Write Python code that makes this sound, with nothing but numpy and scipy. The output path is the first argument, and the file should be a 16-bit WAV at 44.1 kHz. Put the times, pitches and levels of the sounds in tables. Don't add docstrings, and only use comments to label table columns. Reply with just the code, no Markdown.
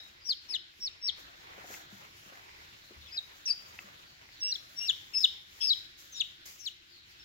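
import sys
import numpy as np
from scipy import signal
from scipy.fft import rfft, irfft, next_fast_len
from scipy.io import wavfile
from scipy.ndimage import uniform_filter1d

SR = 44100
rng = np.random.default_rng(int(sys.argv[2]) if len(sys.argv) > 2 else 0)


def master_out(mix):
    frames = np.transpose(np.atleast_2d(mix))
    ceiling = np.clip(frames, -1, 1)
    pcm = np.round(ceiling * 32767).astype(np.int16)
    wavfile.write(sys.argv[1], SR, pcm)


N = 319284
CUTOFF_HZ = 15950
RELEASE_S = .004


def from_db(db):
    return 10 ** (np.asarray(db) / 20)


def rms_one(x):
    return x / np.sqrt(np.mean(x ** 2) + 1e-20)


def at_hz(points, hz):
    points = np.array(points)
    return np.interp(np.log(hz), np.log(points[:, 0]), points[:, 1])


def drift(hz):
    r = np.exp(-2 * np.pi * hz / SR)
    noise = rng.standard_normal(N + SR)
    return rms_one(signal.lfilter([1], [1, -2 * r, r * r], noise)[SR:])


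def panned(x, pan_db):
    return np.array([x, x * from_db(-pan_db)])


def resonance(x, hz, width_hz):
    r = np.exp(-np.pi * width_hz / SR)
    zeros = (1 - r * r) / 2 * np.array([1, 0, -1])
    return signal.lfilter(zeros, [1, -2 * r * np.cos(2 * np.pi * hz / SR), r * r], x)


def banded(white, spectrum, patchy_db):
    # f/Hz, correlation
    likeness = [(60, 0.88), (130, 0.72), (290, 0.065), (640, -0.53), (1410, -0.62), (3100, -0.025),
                (6820, -0.063), (15000, -0.094)]
    # f/Hz, left minus right/dB
    balance = [(60, -2), (180, 3.5), (550, 3), (1650, -1), (4970, 1), (15000, 3.5)]
    out, edges_hz = 0, 22 * 2 ** np.arange(0, 9.9, .4)
    flickers = [drift(4.4), drift(4.8), drift(17)]
    for k, (low, high) in enumerate(zip(edges_hz, edges_hz[1:])):
        band = signal.butter(2, [low, high], "band", fs=SR, output="sos")
        mid, side = signal.sosfilt(band, white[k % 2])
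        hz = np.sqrt(low * high)
        alike = np.clip(at_hz(likeness, hz), -1, 1)
        lean = from_db(at_hz(balance, hz) / 2)
        gain = from_db(at_hz(spectrum, hz) + patchy_db * flickers[k % 3])
        pair = np.sqrt(1 + alike) * mid + np.sqrt(1 - alike) * side * [[1], [-1]]
        out = out + gain * pair * [[lean], [1 / lean]]
    return rms_one(out)


def hum_and_hiss():
    # f/Hz, density/dB per Hz
    floor = [(12, -37), (20, -5), (85, 3), (261, -15), (335, 3), (431, -22.5), (603, -13.5), (1110, -13),
             (1890, 3.5), (2180, -2.5), (3700, -0.5), (7030, -17.5), (8310, -56.5), (12600, -24.5),
             (15800, -31)]
    return from_db(-57) * banded(rng.standard_normal((2, 2, N)), floor, patchy_db=2.2)


def drone():
    tone = rms_one(resonance(rng.standard_normal(N), hz=352, width_hz=12))
    return panned(from_db(-78) * tone, 4.0)


def stand_rumble():
    # t/s, level/dB
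    levels = [(0, -71), (.3, -79), (1.2, -83), (1.6, -68), (2.15, -68), (2.35, -75), (2.95, -70),
              (3.4, -76), (3.8, -69), (4.3, -74), (5.2, -70), (5.4, -75), (5.7, -71), (6.0, -81),
              (6.15, -70), (6.45, -74), (6.95, -82), (7.24, -78)]
    low = resonance(resonance(rng.standard_normal(N), 81, 160), 81, 160)
    return from_db(np.interp(np.arange(N) / SR, *np.transpose(levels))) * rms_one(low)


def rustle_and_rub():
    # crest t/s, rise/s, fall/s, fine-grained level/dB, rubbing level/dB
    bursts = [(0.05, .6, .4, -65, -61), (0.3, .07, .08, -53, -60), (0.54, .2, .09, -60, -60.5),
              (0.83, .2, .1, -61, -65), (1.19, .06, .18, -57, -55), (1.63, .7, .3, -59.5, -50.5),
              (1.731, .17, .15, -47.5, -45.5), (1.94, .12, .5, -57.5, -56), (2.06, .4, .1, -60.5, -56),
              (2.17, .08, 1.1, -58.5, -57.5), (2.35, .5, .4, -62, -54), (2.8, 3.1, 2.1, -64, -59),
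              (3.42, 2.1, 1.9, -60.5, -58), (3.81, 1.9, .9, -59.5, -56), (4.9, 1.6, 1.3, -57.5, -61),
              (5.21, .06, .18, -47.5, -61.5), (5.66, .3, .3, -52.5, -57.5), (5.991, .03, .3, -52, -61.5),
              (6.2, .4, .5, -61, -64), (6.46, .012, .24, -46.5, -59), (6.67, .1, .1, -54, -70),
              (6.98, .4, .08, -65.5, -69.5), (7.09, .08, .6, -65, -70)]
    # f/Hz, density/dB per Hz
    fine_spectrum = [(530, -26), (900, -40), (1580, -45), (2010, 0.5), (2490, -7), (2780, -9), (2980, -3.5),
                     (6660, 3), (8170, -19), (12900, -1), (15800, -4)]
    # f/Hz, density/dB per Hz
    rub_spectrum = [(88, -47), (150, -16), (367, -3.5), (457, -1.5), (514, -1), (939, 1.5), (2070, 1),
                    (5000, -17), (6500, -46), (11000, -120)]
    swish_swing_db, rub_swing_db = 20, 15
    t, swish_db, rub_db = np.arange(N) / SR, -120, -120
    for crest, rise, fall, fine_db, coarse_db in bursts:
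        away = np.where(t < crest, (crest - t) / rise, (t - crest) / fall)
        swish_db = np.maximum(swish_db, fine_db - swish_swing_db * away)
        rub_db = np.maximum(rub_db, coarse_db - rub_swing_db * away)
    fine = rng.standard_normal((2, 2, N)) * from_db(1.4 * drift(1200))
    coarse = rng.standard_normal((2, 2, N)) * from_db(1.6 * drift(106))
    swish = from_db(swish_db) * banded(fine, fine_spectrum, patchy_db=1.7)
    return swish + from_db(rub_db) * banded(coarse, rub_spectrum, patchy_db=3.5)


def knocks():
    # t/s, nominal level/dB, most excited f/Hz (hardness)
    blows = [(0.738, -47, 2130), (0.788, -53, 266), (1.186, -56, 1120), (1.218, -60, 325),
             (1.533, -38, 1950), (1.578, -41, 573), (1.64, -39, 695), (1.647, -42, 740),
             (1.701, -38.5, 565), (1.709, -51, 520), (1.74, -31.5, 1980), (1.746, -34, 2210),
             (1.922, -45, 209), (2.056, -52, 2170), (2.259, -47.5, 246), (2.321, -45, 590),
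             (2.354, -40, 2110), (2.491, -41.5, 1920), (2.718, -58, 134), (2.907, -43, 397),
             (2.958, -47, 71.6), (3.508, -58, 2480), (3.789, -27, 2600), (3.839, -51, 231),
             (4.09, -56, 350), (4.289, -41.5, 1830)]
    # f/Hz, nominal level/dB, t60/s
    modes = [(75, 0, .3), (110, -2, .25), (200, 0, .12), (365, 0, .06), (430, 0, .04), (520, 0, .04),
             (735, 0, .03), (950, -4, .015), (1250, -4, .012), (1600, -2, .012), (2080, 0, .015),
             (2630, -1, .012), (3400, -5, .008), (4600, -9, .006), (6500, -13, .005)]
    s, blow_db, hard_hz = np.transpose(blows)
    at, out = (s * SR).astype(int), np.zeros(N)
    chance_db = rng.normal(0, 2.0, (len(s), len(modes)))
    for k, (hz, mode_db, t60) in enumerate(modes):
        octaves_off = np.abs(np.log2(hz / hard_hz))
        clicks = np.full(N, 1e-18)
        clicks[at] = from_db(blow_db + mode_db + chance_db[:, k] - 14.0 * octaves_off)
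        r, w = from_db(-60 / (t60 * SR)), 2 * np.pi * hz / SR
        cycles = np.arange(int(2 * SR / hz))
        contact = np.hanning(len(cycles)) * np.cos(w * cycles) * 2 * hz / SR
        push = signal.oaconvolve(clicks, contact)[:N]
        out += signal.lfilter([0, np.sin(w)], [1, -2 * r * np.cos(w), r * r], push)
    return panned(out, 4.0)


def faint_whistles():
    # start t/s, end t/s, start f/Hz, end f/Hz, direct level/dB, echo feed level/dB, roughness (0-1)
    glides = [(0.0, 0.008, 3970, 3790, -39, -25.5, 0.33), (0.0, 0.013, 5300, 5200, -50, -36.5, 0.24),
              (0.195, 0.25, 4650, 5200, -58, -36.5, .4), (2.76, 2.902, 4400, 4000, -79, -42, 0.6),
              (3.0, 3.054, 4000, 3750, -53, -48, 0.8), (3.04, 3.092, 4100, 3020, -51, -46.5, 0.65),
              (3.079, 3.105, 2630, 2520, -52, -48.5, 0.4), (3.075, 3.101, 5300, 4970, -54, -48.5, 0.4),
              (4.04, 4.126, 4780, 3970, -61, -44.5, 0.64), (4.29, 4.391, 4860, 3740, -56, -40.5, .5),
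              (5.598, 5.645, 3070, 3450, -37, -41.5, 0.65), (6.14, 6.202, 6620, 7200, -47.5, -40.5, .6),
              (6.13, 6.204, 3805, 3580, -46.5, -28.5, 0.82), (6.586, 6.632, 6350, 6120, -45.5, -44.5, .2),
              (6.87, 7.01, 5140, 3580, -56.5, -40, .5), (7.09, 7.148, 5300, 4040, -60, -49.5, 0.65),
              (7.185, 7.223, 5330, 5320, -53.5, -37.5, 0.13)]
    direct, echo, grit, waver = np.zeros(N), np.zeros(N), drift(380), drift(140)
    for start, end, from_hz, to_hz, level_db, echo_db, rough in glides:
        at = np.arange(round(max(start, 0) * SR), min(round(end * SR), N))
        hz = np.linspace(from_hz, to_hz, len(at)) * (1 + .05 * rough * waver[at])
        swell = np.sqrt(np.hanning(len(at)))
        glide = np.sin(2 * np.pi * np.cumsum(hz) / SR) * (1 + rough * grit[at]) * swell
        direct[at] += from_db(level_db) * glide
        echo[at] += from_db(echo_db) * glide
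    return direct, echo


def peep_shape(times, pitches, arch_hz, levels_db):
    open_under_db, release_db = 22, 25
    ease = 1.6
    end_s = times[-1] + RELEASE_S
    at = np.arange(round(times[0] * SR), round(end_s * SR))
    place = np.interp(at / SR, [*np.maximum.accumulate(times), end_s], np.arange(6))
    leg, share = np.divmod(place, 1)
    eased = leg + 1 - (1 - share) ** ease
    hz = np.interp(np.where(leg % 2 == 0, eased, place), np.arange(5), pitches)
    hz = hz + arch_hz * np.sin(np.pi * share) * (leg == 1)
    stations_db = [levels_db[0] - open_under_db, *levels_db, levels_db[-1] - release_db]
    level_db = np.interp(np.where(leg == 0, eased, place), np.arange(6), stations_db)
    return at, hz, level_db


def chick():
    # t/s at the five; nominal f/Hz at the five; pitch arch from swell to break/Hz;
    # level/dB at swell, break, crest, close; left minus right at 4 kHz/dB, extra lag of the right/us,
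    # octave gain/dB, change of balance/dB per kHz
    peeps = [ (0.243, 0.258, 0.268, 0.276, 0.283, 5500, 5720, 5680, 5560, 5500, 10, -39, -34, -34, -36, 3, -160, -4.5, 6),
             (0.283, 0.292, 0.302, 0.314, 0.336, 5350, 5080, 4680, 4230, 3050, 10, -26, -25.5, -26, -40, 3, -160, -4.5, 6),
             (0.483, 0.516, 0.532, 0.543, 0.565, 5620, 5180, 4750, 4000, 2880, 40, -33, -38, -25, -32, 14, 60, 1, -3),
             (0.8, 0.835, 0.862, 0.872, 0.881, 5600, 5450, 5250, 4500, 3620, 70, -38, -35, -35, -33, 4, 75, -6, -4.5),
             (1.012, 1.05, 1.075, 1.086, 1.098, 5470, 5470, 5480, 4330, 3150, 10, -35, -33, -25, -25, 12, -190, -5.5, -6),
             (3.106, 3.128, 3.171, 3.181, 3.192, 3900, 5000, 5020, 3900, 3680, 80, -44, -39, -27, -34, 2.5, -185, -8, 3.5),
             (3.452, 3.463, 3.5, 3.511, 3.519, 5750, 5880, 5230, 4650, 4650, -280, -31, -28, -18, -27, 12.5, -180, -4, -5.5),
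             (3.519, 3.524, 3.529, 3.532, 3.538, 4700, 4950, 5250, 5150, 4800, 10, -30, -34, -38, -50, 12.5, -180, -4, -5.5),
             (4.4, 4.432, 4.516, 4.527, 4.533, 5850, 5430, 5600, 4050, 4020, 50, -32, -35, -24, -26, 6.5, 25, -7, -4.5),
             (4.533, 4.543, 4.55, 4.557, 4.561, 4200, 5300, 5100, 3600, 3250, 40, -39, -42, -30, -32, 6.5, 25, -7, -4.5),
             (4.758, 4.775, 4.785, 4.791, 4.798, 5620, 5560, 5600, 5560, 5480, 10, -40, -33, -28, -36, 7.5, -25, 0, 0),
             (4.794, 4.812, 4.876, 4.898, 4.911, 5480, 5430, 5320, 3490, 2880, 270, -33.5, -36, -18, -26, 7, -25, 0, 0),
             (5.134, 5.162, 5.175, 5.19, 5.197, 5400, 5140, 5330, 5420, 5430, 10, -24, -24, -28, -31, 3, -30, -5.5, 3.5),
             (5.2, 5.204, 5.232, 5.246, 5.257, 5300, 5260, 5100, 3680, 2880, 30, -27, -30, -12.5, -23, 5.5, -30, -5.5, 3.5),
             (5.603, 5.616, 5.643, 5.655, 5.663, 5400, 5300, 5230, 5320, 5420, 10, -29, -25, -26, -28, 7.5, 25, -5.5, 0),
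             (5.666, 5.671, 5.693, 5.712, 5.727, 5250, 5180, 4970, 3800, 4020, 40, -24, -25, -17, -23, 7.5, 25, -10, 0),
             (5.725, 5.729, 5.731, 5.734, 5.738, 4050, 4060, 3850, 3400, 3070, 10, -25, -24, -25, -30, 7.5, 25, -10, 0),
             (6.116, 6.128, 6.196, 6.207, 6.222, 6250, 6330, 5450, 3720, 2700, -360, -47, -43, -20, -27, 9, 45, 3.5, -2),
             (6.583, 6.607, 6.654, 6.666, 6.687, 5900, 5550, 5450, 4060, 2850, 120, -48, -43, -29, -35, 11, 30, 5, 6),
             ]
    # start t/s, end t/s, nominal rate/Hz, depth (0-1)
    flutters = [(0.262, 0.287, 280, .5), (0.515, 0.552, 200, .5), (1.08, 1.1, 190, .3),
                (3.12, 3.18, 200, .4), (3.45, 3.506, 230, .8), (3.518, 3.545, 260, .8),
                (4.468, 4.522, 230, .7), (4.84, 4.88, 220, .4), (4.895, 4.912, 300, .3),
                (5.125, 5.15, 250, .6), (5.2, 5.238, 215, .9), (5.605, 5.662, 180, .9),
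                (5.668, 5.706, 170, .8), (6.12, 6.198, 200, .6), (6.2, 6.222, 150, .6),
                (6.59, 6.65, 300, .5)]
    # start t/s, end t/s, half-pitch level/dB
    halves = [(0.512, 0.525, -51), (0.538, 0.552, -45), (1.04, 1.07, -60), (1.084, 1.092, -49),
              (3.138, 3.155, -50), (3.472, 3.506, -41), (4.42, 4.521, -48), (4.793, 4.884, -41),
              (4.892, 4.907, -43), (5.13, 5.156, -41), (5.176, 5.187, -44), (5.241, 5.256, -46),
              (5.608, 5.675, -46), (5.704, 5.724, -54)]
    # octave f/Hz, level/dB
    octave = [(5500, -28.5), (7000, -16), (7700, -33), (8300, -34), (9500, -28), (10500, -19), (11500, -33)]
    out, t = np.zeros((2, N)), np.arange(N) / SR
    depth, beats_hz, uneven = np.zeros(N), np.zeros(N), np.zeros(N)
    for start, end, rate_hz, deep in flutters:
        inside = (t > start) & (t < end)
        depth[inside], beats_hz[inside] = deep, rate_hz
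    for start, end, level_db in halves:
        at = np.arange(round(start * SR), round(end * SR))
        uneven[at] = from_db(level_db) * signal.windows.tukey(len(at), .4)
    depth = uniform_filter1d(depth, size=150)
    flutter = 2 * np.pi * np.cumsum(beats_hz * from_db(1.477 * drift(51.5))) / SR
    grit = drift(750)
    beads = np.clip(1.2 * np.cos(flutter / 2) ** 4 + .12 * grit, 0, 1)
    chop = 1 - depth * (beads - .35)
    bend = 1 + 0.021 * depth * (np.sin(flutter) + 0.44 * grit) + 0.006 * drift(170)
    for row in peeps:
        at, hz, level_db = peep_shape(row[:5], row[5:10], row[10], row[11:15])
        pan_db, lag_us, octave_db, tilt_db = row[15:]
        turn = 2 * np.pi * np.cumsum(uniform_filter1d(hz, size=130) * bend[at]) / SR
        half = np.sin(turn / 2) + from_db(-15) * np.sin(3 * turn / 2) + from_db(-23) * np.sin(5 * turn / 2)
        half = uneven[at] * (1 + .3 * grit[at]) * half
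        second = from_db(octave_db + at_hz(octave, 2 * hz)) * np.sin(2 * turn)
        third = from_db(-41.5) * np.sin(3 * turn) * (3 * hz < CUTOFF_HZ)
        whistle = from_db(level_db) * (np.sin(turn) + second + third)
        voice = np.sqrt(2) * chop[at] * signal.windows.tukey(len(at), .08) * (whistle + half)
        out[0, at] += voice
        right_at = at + round(lag_us * SR / 10 ** 6)
        out[1, right_at] += from_db(-pan_db - tilt_db * (hz - 4000) / 1000) * voice
    return out


def echoes(x, t60_s, delay_s):
    t = np.arange(SR) / SR
    tail = rng.standard_normal((2, SR)) * from_db(-60 * t / t60_s) * (t > delay_s)
    tail = signal.lfilter(*signal.butter(2, 5450, fs=SR), tail)
    tail = tail / np.sqrt(np.sum(tail ** 2) / 2)
    return signal.fftconvolve(x[None], tail, axes=1)[:, :N]


def ports(x):
    # f/Hz, phase/rad
    lead = [(0, 0), (690, 2.8), (1810, 3.4), (2760, 5.5), (4820, 12.3), (5600, 15.7), (16000, 45)]
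    size = next_fast_len(N + 999)
    bins_hz = np.arange(size // 2 + 1) * SR / size
    turn = np.exp(-1j * np.interp(bins_hz, *np.transpose(lead)))
    return np.array([x[0], irfft(rfft(x[1], size) * turn, size)[:N]])


def scene():
    in_tub_db, in_hands_db, lifted_s = -12, -22, 3.35
    background = hum_and_hiss() + drone() + stand_rumble() + rustle_and_rub()
    blows = knocks()
    direct, echo = faint_whistles()
    near = chick() + panned(direct, 7.5)
    close = from_db(np.where(np.arange(N) / SR < lifted_s, in_tub_db, in_hands_db)) * near[0]
    shed = from_db(-20.5) * echoes(near[0] + blows[0] + echo, t60_s=0.54, delay_s=0.0043)
    wet = shed + echoes(close, t60_s=.04, delay_s=0.00098)
    return background + blows + ports(near) + wet * from_db([[1.5], [-1.5]])


def record(dry):
    coloured = dry - 0.75 * resonance(dry, hz=8050, width_hz=500)
    steep = signal.ellip(12, .3, 70, CUTOFF_HZ - 130, fs=SR, output="sos")
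    return signal.sosfilt(steep, coloured)


dry = scene()
out = record(dry)
master_out(out)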